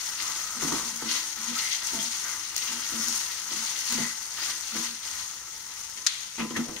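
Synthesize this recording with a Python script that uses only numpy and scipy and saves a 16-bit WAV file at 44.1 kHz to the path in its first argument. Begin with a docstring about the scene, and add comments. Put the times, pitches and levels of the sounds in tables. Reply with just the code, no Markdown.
"""In a tiled kitchen, heard from close above: chopped onions fry in oil in a deep metal pan on a gas stove.
Tiny steam bursts make the sizzle, and filtered noise the murmur of the flame under it.
A wooden spatula turns the heap: its strokes make the pan judder, and wet faces on hot metal swell the sizzle.
The stirring stops, one drop of oil spits loudly, and the spatula is put down with a short run of knocks."""
import sys
import numpy as np
from scipy import signal
from scipy.fft import rfft, irfft, next_fast_len
from scipy.io import wavfile
from scipy.ndimage import uniform_filter1d

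SR = 44100
rng = np.random.default_rng(int(sys.argv[2]) if len(sys.argv) > 2 else 0)


def wav_out(sig):
    """Save sig, one row per channel (or a flat mono array), as 16-bit PCM at SR to the path in sys.argv[1]."""
    wavfile.write(sys.argv[1], SR, np.round(np.clip(np.atleast_2d(sig).T, -1, 1) * 32767).astype(np.int16))


N = 299871
TIME = np.arange(N) / SR
SIZE = next_fast_len(N + SR // 2, real=True)   # transform length, with room for tails
BINS = np.maximum(np.fft.rfftfreq(SIZE, 1 / SR), 1)   # Hz


def from_db(db):
    """Turn decibels into gain."""
    return np.exp(np.asarray(db) * (np.log(10) / 20))


def rms_one(x):
    """Scale to an rms of 1."""
    return x / np.sqrt(np.mean(x ** 2) + 1e-20)


def over_hz(points):
    """Join (Hz, value) points on a log-frequency axis."""
    hz, value = np.transpose(points)
    return np.interp(np.log(BINS), np.log(hz), value)


def bumps(resonances):
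    """Add up the dB curve of peaks and dips, each as wide as stated at half its dB."""
    return sum(db / (1 + (2 * (BINS - hz) / width) ** 2) for hz, width, db in resonances)


def colour(x, curve_db):
    """Filter causally (minimum phase) with this dB curve, by folding its cepstrum."""
    cepstrum = irfft(np.log(from_db(curve_db)), SIZE)
    cepstrum[1:SIZE // 2] *= 2
    cepstrum[SIZE // 2 + 1:] = 0
    response = np.exp(rfft(cepstrum))
    return irfft(rfft(x, SIZE) * response, SIZE)[..., :N]


def shaped(x, spectrum):
    """Give a white signal a spectrum and keep its power."""
    curve = over_hz(spectrum)
    mean_power_db = 10 * np.log10(np.mean(from_db(curve) ** 2))
    return colour(x, curve - mean_power_db)


def drift(cutoff_hz):
    """Smooth random wander with an rms of 1."""
    spectrum = rfft(rng.standard_normal(SIZE))
    return rms_one(irfft(spectrum / (1 + (BINS / cutoff_hz) ** 2), SIZE)[:N])


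def ring(x, hz, t60):
    """Resonate: a unit click sets a sine of height 1 ringing, down 60 dB after t60 seconds."""
    r = from_db(-60 / (t60 * SR))
    w = 2 * np.pi * hz / SR
    return signal.lfilter([0, np.sin(w)], [1, -2 * r * np.cos(w), r * r], x + 1e-18)


def swell(start, hold, attack, t60):
    """An envelope in seconds that rises to 1, holds and dies away."""
    span = slice(*np.searchsorted(TIME, [start, start + attack + hold + 2 * t60]))
    age = TIME[span] - start
    rise = np.minimum(age / attack, 1)
    out = np.zeros(N)
    out[span] = rise * np.exp(-np.log(1000) * np.maximum(age - attack - hold, 0) / t60)
    return out


def dying(start, t60):
    """An envelope that jumps to 1 within a sample and dies away."""
    return swell(start, 0, 1 / SR, t60)


def bursts(per_s, spread_db, scatter_s=.002, count=3):
    """Random clicks of uneven size; each reaches the two ports by a few paths round the bowl."""
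    born = rng.random(N) < per_s / SR
    at = np.flatnonzero(born)
    sizes = from_db(spread_db * np.minimum(rng.exponential(1, at.size), 4.5))
    out = np.zeros((2, N))
    for port in out:
        for path in range(count):
            lag = (rng.random(at.size) * scatter_s * path * SR).astype(int)
            sign = rng.choice([-1, 1], at.size)
            port += np.bincount(at + lag, sizes * sign, N)[:N]
    return out


def bubbles(per_s, cycles, spread_db, size=800):
    """Small steam bubbles ring, each at the pitch of its size, and unevenly at the two ports."""
    at = np.flatnonzero(rng.random(N) < per_s / SR)
    pitch, strength, *ports = rng.random((4, at.size, 1))
    hz = 1500 * (15000 / 1500) ** pitch
    age = np.arange(size) / SR
    height = hz * from_db(spread_db * np.minimum(-np.log(1 - strength), 4))
    # down 60 dB after so many cycles, and faded out by the last sample
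    fade = np.exp(-np.log(1000) * age * hz / cycles) * np.linspace(1, 0, size)
    tones = height * fade * np.sin(2 * np.pi * hz * age)
    where = (at[:, None] + np.arange(size)).ravel()
    heard = [np.bincount(where, (np.cos(2 * np.pi * port) * tones).ravel(), N)[:N] for port in ports]
    return rms_one(np.array(heard))


def flame():
    """The gas ring murmurs under the pan: noise with low humps."""
    # Each row: frequency in Hz, relative density in dB.
    murmur = [(20, -3), (45, 6), (66, 14), (100, 6), (140, 7.5), (230, 5.5), (280, -65), (340, 10),
              (400, -26), (480, 11.5), (700, -35), (2000, -40)]
    return from_db(-63.0) * shaped(rng.standard_normal((2, N)), murmur)


def stirring():
    """Drive sizzle, tumbling and swish: every push adds its power to that of the resting pan."""
    # Sizzle of the onions left lying, sinking as their undersides dry.
    # Each row: time in seconds, relative level in dB.
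    resting_sizzle = [(0, -36), (1.3, -36), (4.2, -36.5), (5.3, -40), (6.8, -42)]
    # Pushes of the spatula through the heap. Each row: start in seconds, hold in seconds, then relative
    # levels in dB of fresh sizzle, wet tumbling, and swish over the metal.
    pushes = [(-0.1, 0.31, -38, -50, -49), (0.168, 0.15, -37, -43.5, -47.5), (0.535, .17, -32, -42, -43),
              (1.026, 0.047, -31, -38.5, -36.5), (1.335, .06, -38, -46, -48),
              (1.492, 0.054, -31.5, -44, -40.5), (1.618, 0.043, -34.5, -61, -34.5),
              (1.75, 0.13, -34.5, -43.5, -45.5), (1.917, .19, -36.5, -61, -43.5),
              (2.175, 0.073, -37.5, -40, -59), (2.515, .08, -34.5, -46, -42.5),
              (2.612, 0.024, -36, -42.5, -44), (2.717, 0.14, -36, -45, -46.5),
              (2.936, 0.14, -30.5, -44, -47), (3.088, .18, -38, -50, -47.5), (3.434, 0.22, -35, -46, -44.5),
              (3.693, 0.062, -32, -60, -41.5), (3.803, 0.14, -31, -41.5, -42),
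              (4.326, 0.087, -36.5, -39.5, -42), (4.585, 0.0065, -38, -58, -46.5),
              (4.679, 0.088, -33, -42.5, -40.5), (4.978, 0.16, -38, -48.5, -47.5),
              (5.666, 0.1, -43.5, -54, -62)]
    rest_squelch_db, rest_swish_db = -10.5, -13   # the lying slices settle a little, relative to their sizzle
    push_attack_s, push_t60_s = 0.088, 0.36
    # wet faces land on the metal a moment into each push
    flare_delay_s, flare_attack_s, flare_t60_s = .05, 0.039, .5

    resting = from_db(np.interp(TIME, *np.transpose(resting_sizzle)))
    power = (from_db([[0], [rest_squelch_db], [rest_swish_db]]) * resting) ** 2
    for start, hold, sizzle_db, squelch_db, swish_db in pushes:
        motion = swell(start, hold, push_attack_s, push_t60_s)
        flare = swell(start + flare_delay_s, hold, flare_attack_s, flare_t60_s)
        power[0] += (from_db(sizzle_db) * flare) ** 2
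        power[1] += (from_db(squelch_db) * motion) ** 2
        power[2] += (from_db(swish_db) * motion) ** 2
    return 10 * np.log10(power)


def sizzle(level_db, per_s=6000, spread_db=1.0, flutter_db=1.5):
    """Water flashes to steam in thousands of tiny bursts; the livelier the pan, the more of them."""
    # Each row: frequency in Hz, relative density in dB.
    spectrum = [(150, -12.5), (400, -21.5), (700, -9.5), (900, -1.5), (1800, -8.5), (3000, -5.5),
                (4300, -4.5), (5200, -0.5), (6500, 3), (7600, 4.5), (8500, 5), (11000, -5), (14000, -9.5),
                (15300, -11)]
    vigour = from_db(level_db - np.mean(level_db))
    # the root evens out the power, so that vigour sets the density alone
    fizz = rms_one(bursts(per_s * vigour, spread_db) / np.sqrt(vigour))
    crackle = from_db(-8) * bubbles(per_s=900, cycles=153, spread_db=2.5)
    level = from_db(level_db + flutter_db * drift(25) - 4.5)
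    return shaped((fizz + crackle) * level, spectrum)


def sliding(level_db, spectrum, per_s, flutter_db, spread_db=1.0):
    """Wet slices catch and let go in many tiny contacts, whose level flutters."""
    contacts = rms_one(bursts(per_s, spread_db))
    return shaped(contacts * from_db(level_db + flutter_db * drift(37)), spectrum)


def squelch(level_db):
    """The wet slices tumble over each other."""
    # Each row: frequency in Hz, relative density in dB.
    wet_spectrum = [(200, -19.5), (400, -14), (700, -10.5), (900, -6.5), (1300, 1), (2000, -3.5),
                    (2800, -8.5), (4300, -16), (9000, -16.5)]
    return sliding(level_db, wet_spectrum, per_s=2500, flutter_db=1.5)


def swish(level_db):
    """The slices swish over the metal in finer, brighter contacts."""
    # Each row: frequency in Hz, relative density in dB.
    metal_spectrum = [(900, -25.5), (1800, -7), (2550, 1), (3300, -1.5), (4300, -0.5), (6000, -7.5),
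                      (9000, -23.5), (14000, -27)]
    return sliding(level_db, metal_spectrum, per_s=6000, flutter_db=3.0)


def spits(sizzle_db, tick_t60=0.0068, splutter_t60=0.042, splutter_db=-11):
    """Sharp ticks with a brief splutter: drops burst in the oil, many small ones at random."""
    # Single sharp ticks: drops bursting in the oil, and at 3.924 the spatula's contact tick.
    # Each row: time in seconds, relative level in dB.
    single_ticks = [(0.223, -27), (0.5137, -34), (0.96, -29), (1.8711, -25), (2.5643, -19.5), (2.58, -23),
                    (3.0838, -24), (3.924, -20.5), (4.227, -36), (4.6094, -30), (5.8112, -40), (5.898, -35)]
    # Each row: frequency in Hz, relative density in dB.
    spectrum = [(300, -17.5), (1000, -3), (3000, -7), (5500, 1), (8500, 4), (11000, -2.5), (15000, -0.5)]
    ticks_per_s, tick_db, tick_spread_db = 40, -5.5, 1   # small drops, relative to the sizzle
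    born = rng.random(N) < ticks_per_s / SR
    uneven_db = tick_spread_db * np.minimum(rng.exponential(1, N), np.pi)
    ticks = born * from_db(sizzle_db + tick_db + uneven_db)
    for s, db in single_ticks:
        ticks[int(s * SR)] += from_db(db)
    shape = (dying(0, tick_t60) + from_db(splutter_db) * dying(0, splutter_t60))[:SR // 10]
    envelope = signal.oaconvolve(ticks, shape)[:N]
    return shaped(envelope * rng.standard_normal((2, N)), spectrum)


def squeaks():
    """The rubbing edge briefly sings: stick and slip lock on to one rough pitch for a moment."""
    # Each row: middle in seconds, length in seconds, frequency in Hz, width in Hz, relative level in dB.
    moments = [(.27, 0.07, 1180, 55, -44), (0.5, 0.21, 1290, 72, -49.5), (0.75, 0.18, 1130, 400, -43.5),
               (1.168, 0.09, 3180, 140, -48.5), (1.573, 0.054, 1300, 47, -44.5),
               (1.66, 0.13, 2080, 110, -46), (2.0, 0.027, 3240, 290, -41.5), (1.985, 0.098, 671, 9.8, -54),
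               (2.68, 0.27, 2870, 110, -51), (3.103, 0.063, 5500, 250, -46), (4.043, 0.088, 1990, 190, -43),
               (4.422, 0.028, 4900, 220, -42.5), (6.408, 0.033, 2540, 480, -38),
               (6.567, 0.018, 1890, 250, -35.5), (6.707, 0.076, 553, 300, -47.5)]
    out, friction = np.zeros((2, N)), rng.standard_normal((2, N))
    for s, length, hz, width, db in moments:
        tone = rms_one(ring(friction, hz, np.log(1000) / (np.pi * width)))
        bell = np.exp(-np.minimum(2 * ((TIME - s) / length) ** 2, 20))
        out += from_db(db + 3.0) * bell * tone
    return out


def kitchen(x, wet_db, t60=0.38):
    """Add the diffuse echo of tiled walls, different at each port."""
    tail = (rng.standard_normal((2, N)) * dying(0.0036, t60))[:, :SR // 2]
    tail /= np.sqrt(np.sum(tail ** 2, axis=1, keepdims=True))
    return x + from_db(wet_db) * signal.fftconvolve(x, tail, axes=1)[:, :N]


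def pan(force):
    """The modes of the pan on its stand answer a force, with alternating signs."""
    # Each row: frequency in Hz, relative level in dB, ring time to -60 dB in seconds.
    modes = [(68, -33, 0.24), (113, -15, 0.068), (159.6, -12, 0.36), (221, 7, 0.036), (238, 4, 0.27),
             (281, -2, 0.057), (324.2, -8.5, 0.31), (342, -10, 0.092), (400, -29, 0.098), (481, -14, 0.12),
             (682, -10, 0.14)]
    return sum((-1) ** k * from_db(db) * ring(force, hz, t60) for k, (hz, db, t60) in enumerate(modes))


def spatula(port_lag_s=0.00047, lock_t60=0.14, press_s=0.018, blade_db=-4):
    """Wood sticks and slips along the metal and knocks against it; both shake the pan."""
    # The wooden edge catches and drags on the metal.
    # Each row: start in seconds, hold in seconds, relative judder in dB, stick-slip rate in Hz.
    drags = [(0.536, .024, -43, 225), (0.613, 0.024, -32, 277), (0.683, 0.022, -34, 252),
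             (0.827, 0.014, -42.5, 246), (0.88, 0.075, -48, 228), (1.016, .022, -37.5, 234),
             (1.086, .04, -48, 302), (1.362, .035, -49, 234), (1.463, 0.025, -36, 243),
             (1.91, 0.048, -39.5, 250), (2.025, 0.017, -46, 238), (2.67, .076, -45.5, 245),
             (2.92, .045, -35, 233.4), (3.047, .03, -41.5, 239), (3.492, .094, -46.5, 229),
             (3.893, 0.0044, -35.5, 260), (3.954, 0.044, -33.5, 232.5), (4.718, 0.056, -38.5, 231),
             (4.823, 0.069, -49, 248), (6.376, 0.04, -30, 246), (6.493, 0.048, -37.5, 263),
             (6.547, 0.031, -30.5, 259), (6.67, .04, -47, 248)]
    # Blows. Each row: time in seconds, then relative levels in dB of the thump of the pan,
    # the dull thock, and the bright clack of bare wood.
    knocks = [(0.623, -24, -25.5, -40), (0.721, -21, -23.5, -29), (1.021, -45, -30.5, -45),
              (1.933, -21, -36, -42), (2.918, -21.5, -47, -38), (3.514, -49, -37, -51),
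              (3.923, -20.5, -45, -27), (3.976, -19.5, -35, -28), (4.75, -31, -34, -38),
              (5.972, -47, -51, -32), (6.383, -31, -35.5, -34), (6.396, -20, -28, -31),
              (6.507, -37, -34, -36), (6.564, -12.5, -28.5, -23), (6.685, -46, -37, -37.5),
              (6.763, -36, -45, -30)]
    # Both spectra, each row: frequency in Hz, relative density in dB.
    thock_spectrum = [(60, -14.5), (300, 4), (480, 4), (620, -7.5), (950, 1), (1300, 1), (1700, -11),
                      (3000, -20), (8000, -28)]
    clack_spectrum = [(500, -8), (1200, -8), (1800, -2), (2700, 2), (3500, -2.5), (5000, -10), (8500, -5),
                      (14000, -22)]
    drag_attack_s, drag_t60_s = 0.039, 0.16
    knock_t60_s, press_t60_s = 0.11, 0.034

    slips, grit = bursts(per_s=540, spread_db=3.0)
    drag_power, locked, press, thock, clack = np.zeros((5, N))
    for start, hold, judder_db, slip_hz in drags:
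        # slipping partly locks to one rate, set by how the blade is held
        effort = from_db(judder_db) * swell(start, hold, drag_attack_s, drag_t60_s)
        locked += effort * rms_one(ring(slips, slip_hz, lock_t60))
        drag_power += effort ** 2
    drag = np.sqrt(drag_power + 1e-20)
    locked /= drag
    for s, thump_db, thock_db, clack_db in knocks:
        # the blade lands on onion, so it grinds in over some milliseconds
        press += from_db(thump_db) * swell(s, 0, press_s, press_t60_s)
        blow = dying(s, knock_t60_s)
        thock += from_db(thock_db) * blow
        clack += from_db(clack_db) * blow

    # pan and blade both sound
    rub = rms_one(pan(locked + from_db(20.5) * rms_one(slips))) + from_db(blade_db) * locked
    # the judder's level is evened out, so that the drags alone set its loudness
    rub /= np.sqrt(uniform_filter1d(rub ** 2, size=1000) + 1e-9)
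    thump = pan(press * grit) / np.std(pan(grit))
    shake = from_db(-2.2) * drag * rub + from_db(-12.5) * thump
    # the shaking reaches the left port later
    judder = np.array([np.interp(TIME - port_lag_s, TIME, shake), shake])

    dull_level = from_db(-4) * thock + from_db(-14.5) * drag
    dull = rms_one(bursts(per_s=2500, spread_db=2.0)) * dull_level
    bright = rms_one(bursts(per_s=2700, spread_db=0.0)) * from_db(-6.5) * clack
    wood = shaped(dull, thock_spectrum) + shaped(bright, clack_spectrum)
    return kitchen(judder, wet_db=-22.0), wood


def pop(scatter_t60=0.053, room_t60=0.96):
    """Trapped water explodes: one crack, its echoes in the bowl, then the room."""
    # The one loud spit: time in seconds, relative level in dB.
    start, level_db = (6.0655, 0.56)
    # Echoes off the pan wall and the stove, the first row being the crack itself.
    # Each row: delay in seconds, relative left level in dB, relative right level in dB.
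    echoes = [(0, 0, -1), (.0008, -8, -8), (.0022, -3, -15), (.0029, -2, -15), (.0041, -9, -19),
              (.0056, -11, -20), (.0156, -19, -24), (.0164, -17, -24)]
    # Both spectra, each row: frequency in Hz, relative density in dB.
    crack_spectrum = [(300, -22), (800, -14), (1400, 4), (2500, 0), (3900, 6.5), (5800, 4.5), (7500, 8),
                      (9500, 1.5), (11200, -9), (15000, -15)]
    tail_spectrum = [(400, -41), (1200, -4.5), (2500, 3), (3600, 7), (5500, -4), (9000, -2), (14000, -37)]
    crack = np.zeros((2, N))
    for delay, left_db, right_db in echoes:
        crack[:, int((start + delay) * SR)] += from_db([left_db, right_db])
    onset = start + .002
    scatter = from_db(-18.5) * dying(onset, scatter_t60) * rng.standard_normal((2, N))
    room = from_db(-34.5) * dying(onset, room_t60) * rng.standard_normal((2, N))
    close = shaped(from_db(-1.5) * crack + scatter, crack_spectrum)
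    return from_db(level_db) * (close + shaped(room, tail_spectrum))


def blend(pair):
    """Leak two unrelated channels into each other, as sound reaches both ports."""
    # Each row: frequency in Hz, left-right correlation from -1 to 1.
    likeness = [(60, 1), (250, 0.87), (450, 0.29), (650, -0.13), (900, 0.77), (1520, 0.99), (1800, 0.44),
                (2400, -0.25), (3300, 0.25), (4300, -0.37), (5400, 0.43), (7000, -0.4), (12000, 0.024)]
    angle = np.arcsin(np.clip(over_hz(likeness), -1, 1)) / 2
    both = rfft(pair, SIZE)
    return irfft(np.cos(angle) * both + np.sin(angle) * both[::-1], SIZE)[:, :N]


def scene():
    """The bowl colours frying and wood; squeaks join them in the kitchen; judder and pop come directly."""
    # Air resonances of the bowl. Each row: frequency in Hz, width in Hz, height in dB.
    bowl = [(231.2, 23, 10.5), (323.4, 23, 12.5), (908, 42, 6), (1014.4, 24, 9.5), (1070, 180, -5),
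            (1167, 16, 7), (1310, 15, 2.5), (1552, 32, 9.5), (1602, 175, -6.5), (2030, 26, 3),
            (2500, 220, -3.5), (2990, 32, 1.5), (3260, 73, 3)]
    sizzle_db, squelch_db, swish_db = stirring()
    judder, wood = spatula()
    frying = sizzle(sizzle_db) + squelch(squelch_db) + swish(swish_db) + spits(sizzle_db)
    in_bowl = colour(frying + wood, bumps(bowl))
    around = kitchen(in_bowl + squeaks(), wet_db=-7) + flame()
    return blend(around) + judder + pop()


def record(dry):
    """Each microphone port adds its resonances; peaks clip and the top is cut."""
    # Resonances of the two ports. Each row: frequency in Hz, width in Hz, height in dB.
    left_port = [(930, 1080, -3.5), (1968, 326, 6.5), (2500, 130, 0.5), (4330, 750, 4), (6210, 3440, 11.5),
                 (6360, 380, 3.5), (7070, 470, 0.5), (7600, 920, -7.5), (8760, 1930, -7)]
    right_port = [(7760, 780, -9.5), (8250, 740, 3.5), (10040, 240, 6)]
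    cutoff_hz = 15600
    heard = np.array([colour(dry[0], bumps(left_port)), colour(dry[1], bumps(right_port))])
    top_cut = signal.ellip(10, .1, 70, cutoff_hz, fs=SR, output="sos")
    return signal.sosfilt(top_cut, np.clip(heard, -1, 1))


dry = scene()
out = record(dry)
wav_out(out)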